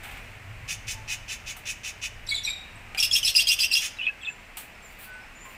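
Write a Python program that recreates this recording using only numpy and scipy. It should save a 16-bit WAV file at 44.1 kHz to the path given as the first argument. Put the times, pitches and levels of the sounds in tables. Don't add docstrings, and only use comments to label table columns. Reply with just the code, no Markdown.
import sys
import numpy as np
from scipy import signal
from scipy.fft import rfft, irfft
from scipy.io import wavfile

SR = 44100
rng = np.random.default_rng(int(sys.argv[2]) if len(sys.argv) > 2 else 0)


def dump_mix(stems):
    frames = np.atleast_2d(stems).T
    limited = np.clip(frames, -1, 1)
    pcm = np.round(limited * 32767).astype(np.int16)
    wavfile.write(sys.argv[1], SR, pcm)


def level_to_linear(level):
    exponent = np.asarray(level, float) / 20
    return 10 ** exponent


N = 245677
TIME = np.arange(N) / SR

# start t/s, length/s, level/dB, swell through the hold/dB
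AIR_BURSTS = [(2.972, 0.047, -32.5, 3), (3.018, 0.043, -27.5, 4.5), (3.108, 0.091, -34.5, 11),
              (3.226, 0.09, -29, 2.1), (3.34, .096, -29.5, 1), (3.466, 0.084, -26, -1),
              (3.586, .084, -30.5, 1), (3.71, 0.12, -30.5, -5)]


def rms_one(x):
    return x / np.sqrt(np.mean(x ** 2) + 1e-20)


def at_hz(points, hz):
    known_hz, known_db = np.transpose(points)
    return np.interp(np.log(hz + 1), np.log(known_hz), known_db)


def coloured(x, spectrum):
    hz = np.fft.rfftfreq(len(x), 1 / SR)
    inside = (hz > .7 * spectrum[0][0]) * (hz < 1.1 * spectrum[-1][0])
    return rms_one(irfft(rfft(x) * level_to_linear(at_hz(spectrum, hz)) * inside, len(x)))


def drift(rate_hz, size=N):
    r = np.exp(-2 * np.pi * rate_hz / SR)
    wander = signal.lfilter([1], [1, -2 * r, r * r], rng.standard_normal(size + 4000))
    return rms_one(wander[4000:])


def narrow_noise(hz, q):
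    b, a = signal.iirpeak(hz, q, fs=SR)
    once = signal.lfilter(b, a, rng.standard_normal(N))
    return rms_one(signal.lfilter(b, a, once))


def treble(x, edge_hz):
    return signal.sosfilt(signal.butter(2, edge_hz, "high", fs=SR, output="sos"), x)


def ring(x, resonances):
    hz = np.fft.rfftfreq(N, 1 / SR)
    lift_db = sum(db / (1 + (2 * (hz - centre) / width) ** 2) for centre, width, db in resonances)
    return rms_one(irfft(rfft(x) * level_to_linear(lift_db), N))


def envelope(tables, edge_s):
    out = np.zeros(N)
    for rows in tables:
        s, db = np.array(rows)[:, 0], np.array(rows)[:, -1]
        fade = np.clip(np.minimum(TIME - s[0], s[-1] - TIME) / edge_s, 0, 1)
        out += fade * level_to_linear(np.interp(TIME, s, db))
    return out


def arch(start, length, db, shape, swell_db=0):
    attack, release, first_db, last_db = shape
    share = np.array([0, np.clip(attack, .02, .49), 1 - np.clip(release, .02, .5), 1])
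    corner_db = db + np.array([first_db, 0, swell_db, swell_db + last_db])
    return share, start + length * share, corner_db


def swells(rows, shape):
    return [np.transpose(arch(*row[:3], shape, *row[3:])[1:]) for row in rows]


def glides(rows, shape):
    out = []
    for start, length, db, first_hz, last_hz, *swell_db in rows:
        share, s, corner_db = arch(start, length, db, shape, *swell_db)
        pitch = first_hz + (last_hz - first_hz) * share
        out.append(np.transpose([s, pitch, corner_db]))
    return out


def notes(tables, overtones_db, waver, rough, flutter_rate, fray_db=-60.0):
    out = np.zeros(N)
    wander, flutter, fray = drift(flutter_rate), drift(flutter_rate), drift(820)
    for rows in tables:
        s, hz = np.array(rows)[:, 0], np.array(rows)[:, 1]
        span = slice(int(s[0] * SR), int(s[-1] * SR))
        pitch = np.interp(TIME[span], s, hz) * (1 + waver * wander[span])
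        phase = 2 * np.pi * np.cumsum(pitch) / SR
        tone = np.sin(phase)
        for k, db in enumerate(overtones_db, start=2):
            throat_pass = 1 / (1 + (k * pitch / 12000) ** 8)
            tone += level_to_linear(db) * np.sin(k * phase) * throat_pass
        swing = (1 + rough * flutter[span]) / np.sqrt(1 + rough ** 2)
        swing += level_to_linear(fray_db) * fray[span]
        out[span] += np.sqrt(2) * tone * swing * envelope([rows], edge_s=0.0018)[span]
    return out


def hoarse(throat, per_s, spread_db, breath):
    sizes = level_to_linear(spread_db * np.minimum(rng.exponential(1, N), 4)) * rng.choice([-1, 1], N)
    slaps = rms_one(sizes * (rng.random(N) < per_s / SR))
    return coloured(slaps + breath * rng.standard_normal(N), throat)


def early(x):
    t60_s, cluster_db = .065, -2.5
    t = TIME[:SR // 5]
    cluster = rng.standard_normal(len(t)) * level_to_linear(-60 * t / t60_s) * (t > .001)
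    cluster *= level_to_linear(cluster_db) / np.sqrt(np.sum(cluster ** 2))
    cluster[0] = 1
    return signal.fftconvolve(x, cluster / np.sqrt(np.sum(cluster ** 2)))[:N]


def room(x):
    # f/Hz, t60/s
    room_t60 = [(1000, 0.72), (3500, 0.6), (7000, 0.44), (14000, 0.39)]
    t, band_edges = TIME[:SR], 700 * 2 ** np.arange(0, 4.6, .75)
    tail = np.zeros(SR)
    for low, high in zip(band_edges, band_edges[1:]):
        sos = signal.butter(2, [low, high], "band", fs=SR, output="sos")
        band = signal.sosfilt(sos, rng.standard_normal(SR))
        tail += band * level_to_linear(-60 * t / at_hz(room_t60, np.sqrt(low * high)))
    tail *= t > .004
    return signal.fftconvolve(x, tail / np.sqrt(np.sum(tail ** 2)))[:N]


def street(level_db, patchy_db):
    out = np.zeros(N)
    for hz in np.geomspace(600, 2900, num=14):
        out += narrow_noise(hz, q=22) * level_to_linear(patchy_db * drift(6.0))
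    return level_to_linear(level_db) * rms_one(out)


def background():
    # f/Hz, relative level/dB
    hiss_colour = [(150, -5), (200, -3), (250, -3), (300, -8.5), (500, -7.5), (690, -5.5), (1150, -8),
                   (1600, -5), (2050, -1.5), (2650, -2), (3100, -11.5), (3600, -16), (5100, -20.5),
                   (7600, -21.5), (16000, -39)]
    rumble_colour = [(12, -57), (20, 11.5), (107, 0), (166, -21), (220, -30), (290, -22), (480, -120)]
    # t/s, level/dB
    hiss_level = [(0.0, -46), (0.17, -44), (0.39, -48), (1.07, -47.5), (2.09, -49), (2.99, -47.5),
                  (3.4, -49), (5.3, -48.5), (5.57, -47.5)]
    rumble_level = [(0.0, -46.5), (0.25, -47), (0.45, -55), (0.57, -45.5), (1.39, -48.5), (1.63, -53.5),
                    (2.0, -49.5), (3.54, -49.5), (3.75, -54.5), (4.56, -55.5), (4.7, -53.5), (5.57, -54.5)]
    hum_level = [(0.0, -49.5), (0.15, -59), (0.53, -44.5), (0.85, -46.5), (1.2, -54), (1.55, -57),
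                 (2.19, -52), (2.45, -57), (3.3, -52.5), (3.54, -70.5), (5.57, -68.5)]
    hum_hz, hum_width_hz = 104.7, 31
    hiss = coloured(rng.standard_normal(N), hiss_colour) * level_to_linear(np.interp(TIME, *np.transpose(hiss_level)))
    rumble = coloured(rng.standard_normal(N), rumble_colour)
    rumble *= level_to_linear(np.interp(TIME, *np.transpose(rumble_level)))
    hum = narrow_noise(hum_hz, q=hum_hz / hum_width_hz) * level_to_linear(np.interp(TIME, *np.transpose(hum_level)))
    return hiss + street(level_db=-60.5, patchy_db=5.5) + rumble + hum


def far_birds():
    # start t/s, length/s, level/dB, first f/Hz, last f/Hz
    whistle_rows = [(2.754, .014, -55, 8600, 7100), (4.215, .045, -56, 7900, 7100),
                    (4.27, 0.1, -54.5, 7300, 7180), (4.745, .02, -62, 5250, 5250),
                    (4.822, .082, -54.5, 7570, 6600), (4.9, .015, -59, 4700, 4680),
                    (5.05, .025, -61, 4480, 4500), (5.095, .02, -61, 4900, 4880),
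                    (5.134, .014, -55.5, 8150, 8600), (5.215, .03, -62, 5260, 5200),
                    (5.35, .06, -56.5, 7050, 7100), (5.405, 0.072, -51.5, 7120, 7250)]
    low_tone_rows = [(.94, 0.23, -55, 890, 850), (2.33, 0.079, -51, 690, 650), (5.05, .24, -53, 1500, 1500),
                     (5.45, 0.076, -52, 1077, 1020)]
    far_shape = (.2, 0.6, -3, -21)
    whistles = notes(glides(whistle_rows, far_shape), [], waver=0.0036, rough=0.16, flutter_rate=110)
    tones = notes(glides(low_tone_rows, far_shape), [], waver=0.0026, rough=0.5, flutter_rate=22)
    return whistles + tones


def rustle():
    rustle_rows = [(4.6, .05, -58), (4.82, 0.22, -62), (4.985, 0.12, -47.5), (5.44, 0.17, -59)]
    # f/Hz, relative level/dB
    feather_colour = [(1000, -5), (3000, 3), (6000, -10), (9000, 1.5), (13000, -4), (16000, -2)]
    rustle_shape = (0.5, 1, -8, -17)
    brushing = hoarse(feather_colour, per_s=9000, spread_db=2.0, breath=0.62)
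    return brushing * envelope(swells(rustle_rows, rustle_shape), edge_s=.005)


def ticks():
    # t/s, crack level/dB, rattle level/dB, treble gain/dB, rattle t60/s
    tick_rows = [(.034, -59, -39.5, -0.5, 0.52), (.113, -54, -48, -1, 0.099), (.17, -50, -46, -6, 0.091),
                 (.232, -56, -68, 9, 0.092), (1.567, -61, -43.5, 8, 0.17), (2.948, -28, -40, -22, 0.34),
                 (4.57, -59, -38, 11, 0.26), (5.452, -52, -48, -5, 0.13)]
    # f/Hz, relative level/dB
    mesh_colour = [(350, -62), (600, -23), (768, 5.5), (1100, -11), (1220, 1), (1770, 2), (1890, -7),
                   (2110, 4), (2560, 5), (4020, -9.5), (5140, -19.5), (8190, -11), (15800, -21)]
    noise = coloured(rng.standard_normal(N), mesh_colour)
    bright = treble(noise, edge_hz=4200)
    out = np.zeros(N)
    for s, crack_db, rattle_db, bright_db, t60 in tick_rows:
        after = np.maximum(TIME - s, 0)
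        crack = level_to_linear(crack_db - 60 * after / 0.0061)
        rattle = level_to_linear(rattle_db - 60 * after / t60)
        out += (TIME > s) * (crack + rattle) * (noise - bright + level_to_linear(bright_db) * bright)
    return out


def warble():
    warble_rows = [(3.968, .012, -50, 3800, 3880), (3.986, 0.034, -29.5, 2760, 2500),
                   (4.013, 0.035, -30, 2926, 3023), (4.036, .03, -35.5, 2600, 2400),
                   (4.053, 0.019, -38, 3570, 3030), (4.066, 0.027, -23, 2530, 2653),
                   (4.092, .022, -41.5, 1675, 1620), (4.212, 0.036, -48, 3540, 2940),
                   (4.232, 0.018, -35.5, 2750, 2510), (4.248, 0.025, -36.5, 3640, 3360),
                   (4.264, 0.012, -39, 2990, 2650), (4.268, 0.035, -30, 2540, 2680),
                   (4.296, .02, -46, 1760, 1550)]
    warble_shape = (0, .3, -15, -7)
    return notes(glides(warble_rows, warble_shape), [], waver=0.015, rough=0.33, flutter_rate=250, fray_db=-27)


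def chirps():
    # t/s, f/Hz, level/dB
    main_notes = [
        [(2.272, 3800, -37), (2.284, 3744, -39), (2.291, 3900, -28), (2.298, 4820, -34.5), (2.306, 4250, -29.5),
         (2.316, 3700, -33)],
        [(2.314, 3390, -46), (2.322, 3423, -28.5), (2.334, 3390, -34), (2.344, 3420, -35)],
        [(2.342, 4050, -32), (2.35, 3940, -29.5), (2.36, 3660, -31.5), (2.372, 3560, -35), (2.385, 3527, -31.5),
         (2.396, 3450, -40)],
        [(2.446, 4410, -38), (2.451, 3993, -29.5), (2.46, 3784, -30.5), (2.474, 3680, -33), (2.49, 3750, -29.5),
         (2.506, 3793, -27.5), (2.513, 3800, -45)],
    ]
    # start t/s, length/s, level/dB, first f/Hz, last f/Hz
    under_rows = [(2.306, .03, -33, 2260, 2210), (2.465, 0.038, -27.5, 2403, 2330)]
    lead_rows = [(2.264, 0.0115, -43, 6500, 4240), (2.428, .036, -39, 5950, 5480)]
    chirp_shape = (0.3, 0, -15, -10)
    main = notes(main_notes, [-11, -19], waver=0.0069, rough=0.16, flutter_rate=120, fray_db=-12.0)
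    under = notes(glides(under_rows, chirp_shape), [-18], waver=0.0068, rough=0.55, flutter_rate=140, fray_db=-28)
    lead = notes(glides(lead_rows, chirp_shape), [-8], waver=0.021, rough=0.54, flutter_rate=280)
    return main + lead, under


def windpipe(x, start_hz, end_hz, echo):
    times = [s for row in AIR_BURSTS for s in (row[0], row[0] + row[1])]
    spacing_hz = np.interp(TIME, times, [start_hz, end_hz] * len(AIR_BURSTS))
    for passage in range(3):
        x = x + echo * np.interp(TIME - 1 / spacing_hz, TIME, x)
    return rms_one(x)


def chatter():
    # start t/s, length/s, level/dB, first f/Hz, last f/Hz, and for the two sides swell through the hold/dB
    low_rows = [ (2.975, 0.027, -22.5, 2430, 2406, -2.5), (3.024, 0.02, -20, 2700, 2810, -11),
                (3.111, 0.023, -20.5, 3320, 3290, -8), (3.149, 0.02, -19.5, 2737, 2760, -5),
                (3.229, 0.021, -20, 3083, 2750, -6), (3.264, .035, -23, 2685, 2756, 2.5),
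                (3.35, 0.011, -17, 2810, 2760, -6), (3.378, 0.038, -18.5, 2750, 2707, 3.5),
                (3.469, 0.02, -20.5, 3340, 3290, -3), (3.497, 0.051, -20.5, 2726, 2810, -4),
                (3.588, 0.022, -25.5, 2610, 2850, -4), (3.621, 0.046, -24, 2628, 2793, 5.5),
                (3.713, .026, -20, 2695, 2710, -1), (3.75, 0.043, -19.5, 2733, 2820, -1)]
    high_rows = [ (2.978, 0.017, -30, 4800, 5030, -3), (2.996, 0.023, -20, 5520, 5390, -1.5),
                 (3.018, 0.066, -25, 5120, 5320, -3), (3.122, 0.036, -24, 5154, 5520, 5.5),
                 (3.151, 0.033, -32, 5270, 5570, -3), (3.241, 0.031, -24, 5100, 5330, 2.5),
                 (3.274, .022, -25, 5400, 5650, -4), (3.354, 0.032, -18, 4965, 4920, 2.5),
                 (3.387, 0.0224, -31.5, 5450, 5660, 2), (3.48, 0.024, -20.5, 4920, 5010, 3),
                 (3.508, 0.0316, -27, 5380, 5940, 0.5), (3.6, 0.035, -19, 4950, 4820, -2.5),
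                 (3.632, .033, -28.5, 5300, 5900, -4), (3.727, 0.025, -24, 4900, 5135, 4),
                 (3.757, 0.031, -27, 5280, 5860, 1.5)]
    strand_rows = [ (2.985, 0.017, -28, 3100, 3560), (3.026, 0.018, -23.5, 3310, 3390),
                   (3.155, 0.027, -21, 3190, 3420), (3.257, 0.05, -27, 4000, 4295),
                   (3.275, 0.027, -22, 3030, 3560), (3.395, .03, -22.5, 3100, 3590),
                   (3.405, 0.029, -29, 4600, 4370), (3.47, .02, -31.5, 4100, 4000),
                   (3.51, 0.034, -25, 3020, 3600), (3.588, 0.023, -23, 3120, 3080),
                   (3.63, 0.031, -25.5, 3055, 3180), (3.722, 0.022, -28, 4170, 4500),
                   (3.748, 0.015, -21.5, 3150, 3470), (3.768, 0.033, -25.5, 3130, 3480)]
    # f/Hz, relative level/dB
    chatter_throat = [(1060, -72.5), (1800, -56), (2220, -21), (2710, -8.5), (2940, -15), (3790, -11),
                      (5120, -14), (5870, -18.5), (9160, -19.5), (12700, -26), (15800, -34)]
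    low_shape = (.16, .5, -3.5, -31)
    high_shape = (0.22, 0.5, -11, -10)
    strand_shape = (-0.25, 0.7, -7, -13)
    air_shape = (0.2, 0.1, -9, -18.5)
    low = notes(glides(low_rows, low_shape), [-9.5, -21, -26, -28],
                waver=0.014, rough=0.33, flutter_rate=123, fray_db=-20.0)
    low += notes(glides(strand_rows, strand_shape), [-10, -16, -15],
                 waver=0.018, rough=1.0, flutter_rate=350, fray_db=-10)
    high = notes(glides(high_rows, high_shape), [-13, -20],
                 waver=0.0076, rough=0.29, flutter_rate=370, fray_db=-7.0)
    coupled = level_to_linear(10) * treble(low * high, edge_hz=5100)
    air = hoarse(chatter_throat, per_s=2000, spread_db=2.0, breath=0.71)
    air = windpipe(air, start_hz=2450, end_hz=2950, echo=.45)
    air = air * envelope(swells(AIR_BURSTS, air_shape), edge_s=.003)
    return treble(treble(low + high + coupled + air, edge_hz=1900), edge_hz=1900)


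def rasps():
    rasp_rows = [(.675, 0.084, -31, 1, 2), (.866, 0.085, -32.5, 1, 4), (1.074, 0.094, -32.5, 3, 1),
                 (1.276, 0.094, -34, 1.5, 1), (1.458, .082, -35.5, 2, .1), (1.651, .09, -32, 1, 2),
                 (1.83, 0.093, -34, .5, 1.5), (2.012, 0.076, -33, 3, -1.5), (3.804, .088, -30, 1.5, 4)]
    # f/Hz, relative level/dB
    rasp_throat = [(710, -53), (1200, -19), (2530, -2.5), (3070, 2.5), (3310, -15), (3610, -7),
                   (4240, -10.5), (6450, -1.5), (8270, -16.5), (10600, -20.5), (15800, -33)]
    # f/Hz, width/Hz, lift/dB
    throat_rings = [(2500, 450, 7), (2840, 43, -5), (3507, 160, 9.5), (5900, 540, -1), (6080, 310, 1.5),
                    (8800, 330, 7.5), (10370, 580, 6), (12500, 240, -26)]
    rasp_shape = (.22, 0.38, -12, -19)
    # from f/Hz, to f/Hz, width/Hz, lift/dB
    climb = (5850, 6600, 580, 3.7)
    beak_opens_db = 11
    voice = ring(hoarse(rasp_throat, per_s=2500, spread_db=0, breath=0.61), throat_rings)
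    start, length, *_, bright_db = np.transpose(rasp_rows)
    corners = np.transpose([start, start + length]).ravel()
    progress = np.interp(TIME, corners, [0, 1] * len(rasp_rows))
    from_hz, to_hz, width_hz, lift_db = climb
    shut = ring(voice, [(from_hz, width_hz, lift_db), (to_hz, width_hz, -lift_db)])
    wide = ring(voice, [(from_hz, width_hz, -lift_db), (to_hz, width_hz, lift_db)])
    voice = shut + progress * (wide - shut)
    treble_db = np.interp(TIME, corners, np.repeat(bright_db, 2)) + beak_opens_db * (progress - .5)
    voice = voice + (level_to_linear(treble_db) - 1) * treble(voice, edge_hz=5000)
    return voice * envelope(swells([row[:4] for row in rasp_rows], rasp_shape), edge_s=0.005)


def scene():
    far, warbling = far_birds(), warble()
    chirping, under = chirps()
    loud, rasp = chatter(), rasps()
    near = early(rasp + loud + chirping + under + warbling + far) + ticks() + rustle()
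    sent = level_to_linear(-15.5) * rasp + level_to_linear(-15.5) * loud + level_to_linear(-9.0) * chirping
    sent += level_to_linear(-10.0) * under + level_to_linear(-24.5) * warbling + level_to_linear(-4) * far
    return (near + room(sent) + background())[None, :]


def roll_off(x):
    return signal.sosfilt(signal.butter(12, 16660, fs=SR, output="sos"), x)


def record(dry):
    # f/Hz, gain/dB
    mic_response = [(5500, 0.55), (6600, -1), (8300, 1.5), (9400, 0), (10500, 2), (11500, 1.5),
                    (12600, 4.5), (15000, 11), (15900, -12)]
    heard = irfft(rfft(dry) * level_to_linear(at_hz(mic_response, np.fft.rfftfreq(N, 1 / SR))), N)
    cut = signal.sosfilt(signal.ellip(10, .5, 70, 15800, fs=SR, output="sos"), heard)
    return roll_off(cut)


dry = scene()
out = record(dry)
dump_mix(out)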